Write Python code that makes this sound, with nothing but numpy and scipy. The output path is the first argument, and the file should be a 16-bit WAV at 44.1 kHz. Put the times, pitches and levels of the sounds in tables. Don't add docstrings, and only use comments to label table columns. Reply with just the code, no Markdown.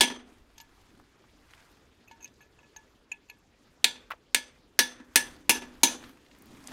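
import sys
import numpy as np
from scipy import signal
from scipy.io import wavfile

SR = 44100
rng = np.random.default_rng(int(sys.argv[2]) if len(sys.argv) > 2 else 0)


def materialize(psi):
    bounded = np.clip(np.atleast_2d(psi).T, -1, 1)
    quanta = np.round(bounded * 32767).astype(np.int16)
    wavfile.write(sys.argv[1], SR, quanta)


N = 296352

# (frequency [Hz], relative density [dB])
HUSH_COLOUR = [(20, -20), (45, -3), (100, -8), (180, -12.5), (300, -6.5), (600, -17.5), (1200, -19.5),
               (2000, -22), (3500, -24.5), (6500, -29.5), (9000, -39.5), (16500, -42.5)]
# (time [s], level [dB])
RUMBLE_CURVE = [(0, -63.5), (.8, -65.5), (1.15, -73), (1.5, -63), (1.9, -83.5), (4.9, -77), (5.3, -60.5),
                (6.1, -70), (6.72, -92)]
# (frequency [Hz], relative density [dB])
HISS_COLOUR = [(300, -33.5), (700, 0), (1500, 0), (4000, -7.5), (8000, -13.5), (16000, -21)]
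# (time [s], hiss [dB], low flutter [dB])
HISS_SPELLS = [
    [(.25, -49, -59), (.42, -74.5, -72), (.8, -65.5, -72.5), (1.0, -69.5, -61), (1.25, -79.5, -94),
     (1.58, -62, -88), (1.72, -67.5, -75)],
    [(4.95, -81, -91), (5.25, -54, -56), (5.45, -69, -59), (5.95, -62, -60), (6.06, -57, -53.5),
     (6.2, -71, -69), (6.44, -65, -61.5), (6.54, -60.5, -50.5), (6.61, -60.5, -59.5), (6.72, -50.5, -51)],
]
# (time [s], starting level [dB], centre [Hz], t60 [s])
HANDLING_TICKS = [(.58, -48.5, 3400, 0.052), (.601, -46.5, 3460, 0.062), (0.998, -53.5, 898, 0.044),
                  (1.24, -58, 910, .05), (1.536, -44, 1980, 0.015), (2.113, -51, 3030, 0.036),
                  (2.277, -53.5, 3900, 0.028), (2.34, -61, 6360, .012), (2.762, -48, 2820, .03),
                  (4.104, -34.5, 1140, .04), (4.108, -29.5, 1110, 0.038), (4.116, -31, 1510, 0.044),
                  (4.134, -45, 776, 0.056), (6.038, -45.5, 2130, 0.074), (6.263, -57.5, 2590, 0.036),
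                  (6.313, -53.5, 2510, 0.042), (6.387, -56, 13000, .015), (6.422, -50.5, 14000, .015),
                  (6.458, -58, 14000, .02), (6.61, -66, 3500, .015), (6.641, -48.5, 5500, .012),
                  (6.673, -34, 7000, 0.014), (6.712, -49, 505, 0.031)]
# (time [s], strength [dB], housing share [dB], contact [s], brightness [dB/octave])
CHISEL_TOUCHES = [(0.579, -54.5, 14, .007, 12.5), (0.601, -55, 15, .013, 13.5),
                  (2.074, -42, -16, 0.0084, -2), (2.112, -39, 3.5, .008, 0), (2.205, -37, -9, 0.012, 0),
                  (2.224, -31, -12.5, 0.023, 2.5), (2.254, -32.5, -9.5, 0.01, -2),
                  (2.407, -39, -5, .025, -1), (2.586, -48, 1, .005, -0.5), (2.631, -44.5, -2, 0.031, -2),
                  (2.763, -38, 5, 0.0038, 3), (3.116, -29.5, -6.5, .012, -0.5),
                  (3.287, -44.5, -18.5, .012, 4), (3.298, -21.5, -15.5, 0.0028, -3),
                  (3.386, -64, -8, 0.0038, 9)]
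# (pitch [Hz], level [dB], t60 [s])
CHISEL_MODES = [(2560, -5, .08), (2625, 0, .045), (4250, -18, .03), (6400, -3, .04), (6960, -7, .035),
                (11460, -16, .045), (13090, -21, .04)]
# (frequency [Hz], crack [dB], crack t60 [s], tail [dB], tail t60 [s])
CLATTER_BANDS = [(108, -46.5, 0.05, -57, 0.27), (270, -20.5, 0.088, -47.5, 1), (560, -24.5, 0.036, -38, .5),
                 (1200, -23, 0.049, -41, 0.66), (2500, -9.5, 0.091, -31.5, 0.42),
                 (5000, -10, .06, -23, 0.27), (8600, -12, 0.081, -30.5, 0.31),
                 (16200, -21, .05, -30.5, 0.12)]
HOUSING_PITCHES = [247, 505, 813, 885, 914, 957, 1480, 1714, 1771, 2190, 2365, 2640, 2832, 2900, 3265, 3482,
                   3843, 4180, 4400, 4720, 5243, 5696, 6040, 6162, 7251, 7830, 8900, 9510, 10700, 11500]
# (level [dB], t60 before the treble cap [s])
HOUSING_RINGS = [(-24, 0.57), (-34, 0.96), (-22, 0.33), (-18.5, .25), (-9, 0.18), (-12.5, .2),
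                 (-23.5, 0.16), (-6.5, 0.2), (-15.5, 0.24), (-9.5, 0.15), (-10.5, 0.13), (-17.5, 0.056),
                 (-15, 0.17), (-17.5, 0.076), (-15.5, 0.27), (-14.5, 0.3), (-13, 0.14), (-18.5, 0.14),
                 (-26.5, 0.15), (-20, .12), (-12.5, 0.055), (-16.5, .13), (-17, 0.28), (-15.5, 0.3),
                 (-22, 0.04), (-20, 0.04), (-22, 0.59), (-19, 0.32), (-16.5, 0.082), (-26, 0.13)]
# (time [s], strength [dB], extra weight below 2 kHz [dB])
CHISEL_REBOUNDS = [(.033, -23.5, 1), (.1, -36.5, 19.5), (3.956, -50.5, 11.5), (5.0, -58, 26),
                   (5.55, -40, 17.5), (5.62, -41.5, 17), (5.872, -32, 7), (6.038, -57, 11)]
# (time [s], strength [dB], thud [dB], low ring [dB], middle ring [dB],
# brightness [dB/octave], first favoured ring [Hz], second favoured ring [Hz])
HAMMER_BLOWS = [(.008, -9.5, 8.5, 2.5, 2.5, 0.5, 3226, 9023),
                (3.843, -14.5, -2.5, -8.5, -2, -1, 3550, 7250),
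                (4.346, -15.5, -4, -9, 2.5, -0.5, 2110, 8370), (4.79, -12, 4.5, -2, 14, 2.5, 3730, 5670),
                (5.158, -11.5, 0.5, -5, 5.5, 2, 1748, 9570), (5.494, -11.5, 5.5, 6, 4, 3, 2710, 10400),
                (5.833, -12, 6.5, 8.5, -3, 4, 3864, 6170)]


def from_db(db):
    return 10 ** (np.asarray(db) / 20)


def rms_one(x):
    return x / np.sqrt(np.mean(x ** 2) + 1e-20)


def at_hz(rows, hz):
    rows = np.array(rows)
    return [np.interp(np.log(hz), np.log(rows[:, 0]), column) for column in rows[:, 1:].T]


def filtered(x, hz, kind="band", order=2):
    return signal.sosfilt(signal.butter(order, hz, kind, fs=SR, output="sos"), x)


def clicks(times, sizes):
    out = np.full(N, 1e-18)
    np.add.at(out, np.minimum(np.round(times * SR).astype(int), N - 1), sizes)
    return out


def fade(x, t60):
    return signal.lfilter([1], [1, -from_db(-60 / (t60 * SR))], x)


def ring(x, hz, t60):
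    radius, angle = from_db(-60 / (t60 * SR)), 2 * np.pi * hz / SR
    return signal.lfilter([0, np.sin(angle)], [1, -2 * radius * np.cos(angle), radius ** 2], x)


def drift(rate_hz):
    pole = np.exp(-80 * np.pi * rate_hz / SR)
    slow = signal.lfilter([1], [1, -2 * pole, pole ** 2], rng.standard_normal(N // 40 + 2002))[2000:]
    return np.interp(np.arange(N) / 40, np.arange(len(slow)), rms_one(slow))


def bands(per_octave):
    white = rng.standard_normal((2, N))
    edges = 20 * 2 ** np.arange(0, 10, 1 / per_octave)
    for k, (low, high) in enumerate(zip(edges, edges[1:])):
        yield np.sqrt(low * high), high - low, rms_one(filtered(white[k % 2], [low, high]))


def coloured(spectrum, flicker_db):
    return rms_one(sum(from_db(at_hz(spectrum, hz)[0] + flicker_db * drift(21)) * np.sqrt(width) * noise
                       for hz, width, noise in bands(2)))


def shop_hush(level_db=-64):
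    return from_db(level_db + 1.5 * drift(1.1)) * coloured(HUSH_COLOUR, flicker_db=2.46)


def low_rumble():
    level_db = np.interp(np.arange(N) / SR, *np.transpose(RUMBLE_CURVE)) + 2.5 * drift(3.3)
    return from_db(level_db) * rms_one(ring(rng.standard_normal(N), hz=56, t60=.074))


def hiss_and_flutter(crackles_per_s=36, ramp_s=.15):
    t, levels = np.arange(N) / SR, np.zeros((2, N))
    for spell in HISS_SPELLS:
        times, *curves_db = np.transpose(spell)
        gate = np.clip(np.minimum(t - times[0], times[-1] + ramp_s - t) / ramp_s, 0, 1)
        levels += gate * from_db([np.interp(t, times, curve) for curve in curves_db])
    hiss_gain, flutter_gain = levels
    flutter = rms_one(ring(rng.standard_normal(N), hz=280, t60=.03)) * from_db(2 * drift(25))
    crackles = (rng.random(N) < crackles_per_s / SR) * from_db(4 * rng.exponential(1, N).clip(0, 3))
    hiss = coloured(HISS_COLOUR, flicker_db=2) * (1 + from_db(-4) * fade(crackles, t60=.019))
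    return hiss_gain * hiss + flutter_gain * flutter


def handling_ticks(spread=1.61, edge_db=-15, edge_t60=.0079):
    length = SR // 5
    out, t = np.zeros(N + length), np.arange(length) / SR
    for time, level_db, hz, t60 in HANDLING_TICKS:
        noise = rng.standard_normal(length)
        puff = rms_one(filtered(noise, [hz / spread, min(hz * spread, .45 * SR)]))
        edge = from_db(edge_db - 60 * t / edge_t60) * np.diff(noise, prepend=0)
        start = round(time * SR)
        out[start:start + length] += from_db(level_db) * (puff * from_db(-60 * t / t60) + edge)
    return out[:N]


def chisel_clinks(impacts=8):
    times, touch_db, _, contact_s, bright_db = np.transpose(CHISEL_TOUCHES)
    skid_s = times[:, None] + contact_s[:, None] * rng.random((len(times), impacts)) ** 1.2
    push = rng.standard_normal(skid_s.shape)
    out = np.zeros(N)
    for hz, level_db, t60 in CHISEL_MODES:
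        tilt_db = bright_db * np.log2(hz / 2600)
        strength = from_db(touch_db + level_db - 18.5 + tilt_db + rng.normal(0, 4.5, len(times)))
        skids = clicks(skid_s, strength[:, None] * push)
        softened = filtered(skids, [hz / 1.2, hz * 1.2], order=1)
        flutter = .74 + .53 * drift(115)
        out += flutter * ring(softened, hz, t60)
    return out


def strikes():
    rebounds = [(time, strength_db, 1.4 * weight_db, weight_db, weight_db, -6.5, 2500, 5950)
                for time, strength_db, weight_db in CHISEL_REBOUNDS]
    return np.vstack([HAMMER_BLOWS, rebounds])


def strike_db(hz, ring_share, favour_db=12, favour_octaves=.08):
    _, strength_db, thud_db, low_db, middle_db, bright_db, *favoured_hz = strikes().T
    octave = np.log2(hz / 3000)
    knee_octaves = [-5, -3.6, -2.6, -1.7, -.8, -.4]
    body_db = [np.interp(octave, knee_octaves, [0, thud, thud / 2, low, middle, 0])
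               for thud, low, middle in zip(thud_db, ring_share * low_db, ring_share * middle_db)]
    nearness = np.exp(-.5 * (np.log2(hz / np.array(favoured_hz)) / favour_octaves) ** 2).max(axis=0)
    return strength_db + body_db + bright_db * max(octave, 0) + ring_share * favour_db * nearness


def clatter(snap_t60=.012):
    times, _, thud_db, *_ = strikes().T
    rattle = from_db(2 * drift(27))
    out = np.zeros(N)
    for hz, _, noise in bands(7):
        if hz < 110:
            continue
        crack_db, crack_t60, tail_db, tail_t60 = at_hz(CLATTER_BANDS, hz)
        drive_db = strike_db(hz, ring_share=.55) + rng.normal(0, 2, len(times))
        hits = clicks(times, from_db(drive_db - 6.5))
        snaps = clicks(times, from_db(drive_db - 1 - 1.9 * thud_db))
        envelope = from_db(crack_db) * (fade(hits, crack_t60) + fade(snaps, snap_t60))
        envelope += from_db(tail_db) * fade(hits, tail_t60) * rattle
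        swell = np.exp(-hz / (1.5 * SR))
        out += noise * signal.lfilter([1 - swell], [1, -swell], envelope)
    return out


def housing_ring(max_t60_cycles=1900):
    strike_s = strikes()[:, 0]
    touch_s, touch_db, share_db, *_ = np.transpose(CHISEL_TOUCHES)
    out = np.zeros(N)
    for hz, (level_db, t60) in zip(HOUSING_PITCHES, HOUSING_RINGS):
        reach_db = -8 * abs(np.log2(hz / 1200))
        light_db = touch_db + share_db + reach_db + rng.normal(0, 4.5, len(touch_s))
        heavy_db = strike_db(hz, ring_share=.59) + rng.normal(0, 1.3, len(strike_s))
        drive = clicks(strike_s, from_db(heavy_db)) + clicks(touch_s, from_db(light_db))
        rough = np.clip(hz / 5500 - .25, 0, .95)
        flutter = np.sqrt(1 - rough ** 2) + rough * drift(60)
        out += from_db(level_db - 9) * flutter * ring(drive, hz, min(t60, max_t60_cycles / hz))
    return out


def scene(low_cut_hz=110):
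    background = shop_hush() + low_rumble()
    small_noises = hiss_and_flutter() + handling_ticks()
    metal = chisel_clinks() + clatter() + housing_ring()
    metal = filtered(metal, low_cut_hz, "high")
    return (background + small_noises + metal)[None]


def record(dry, ceiling=.92, stopband_hz=16800):
    rounded = ceiling * np.tanh(dry / ceiling)
    return signal.sosfilt(signal.cheby2(12, 60, stopband_hz, fs=SR, output="sos"), rounded)


dry = scene()
out = record(dry)
materialize(out)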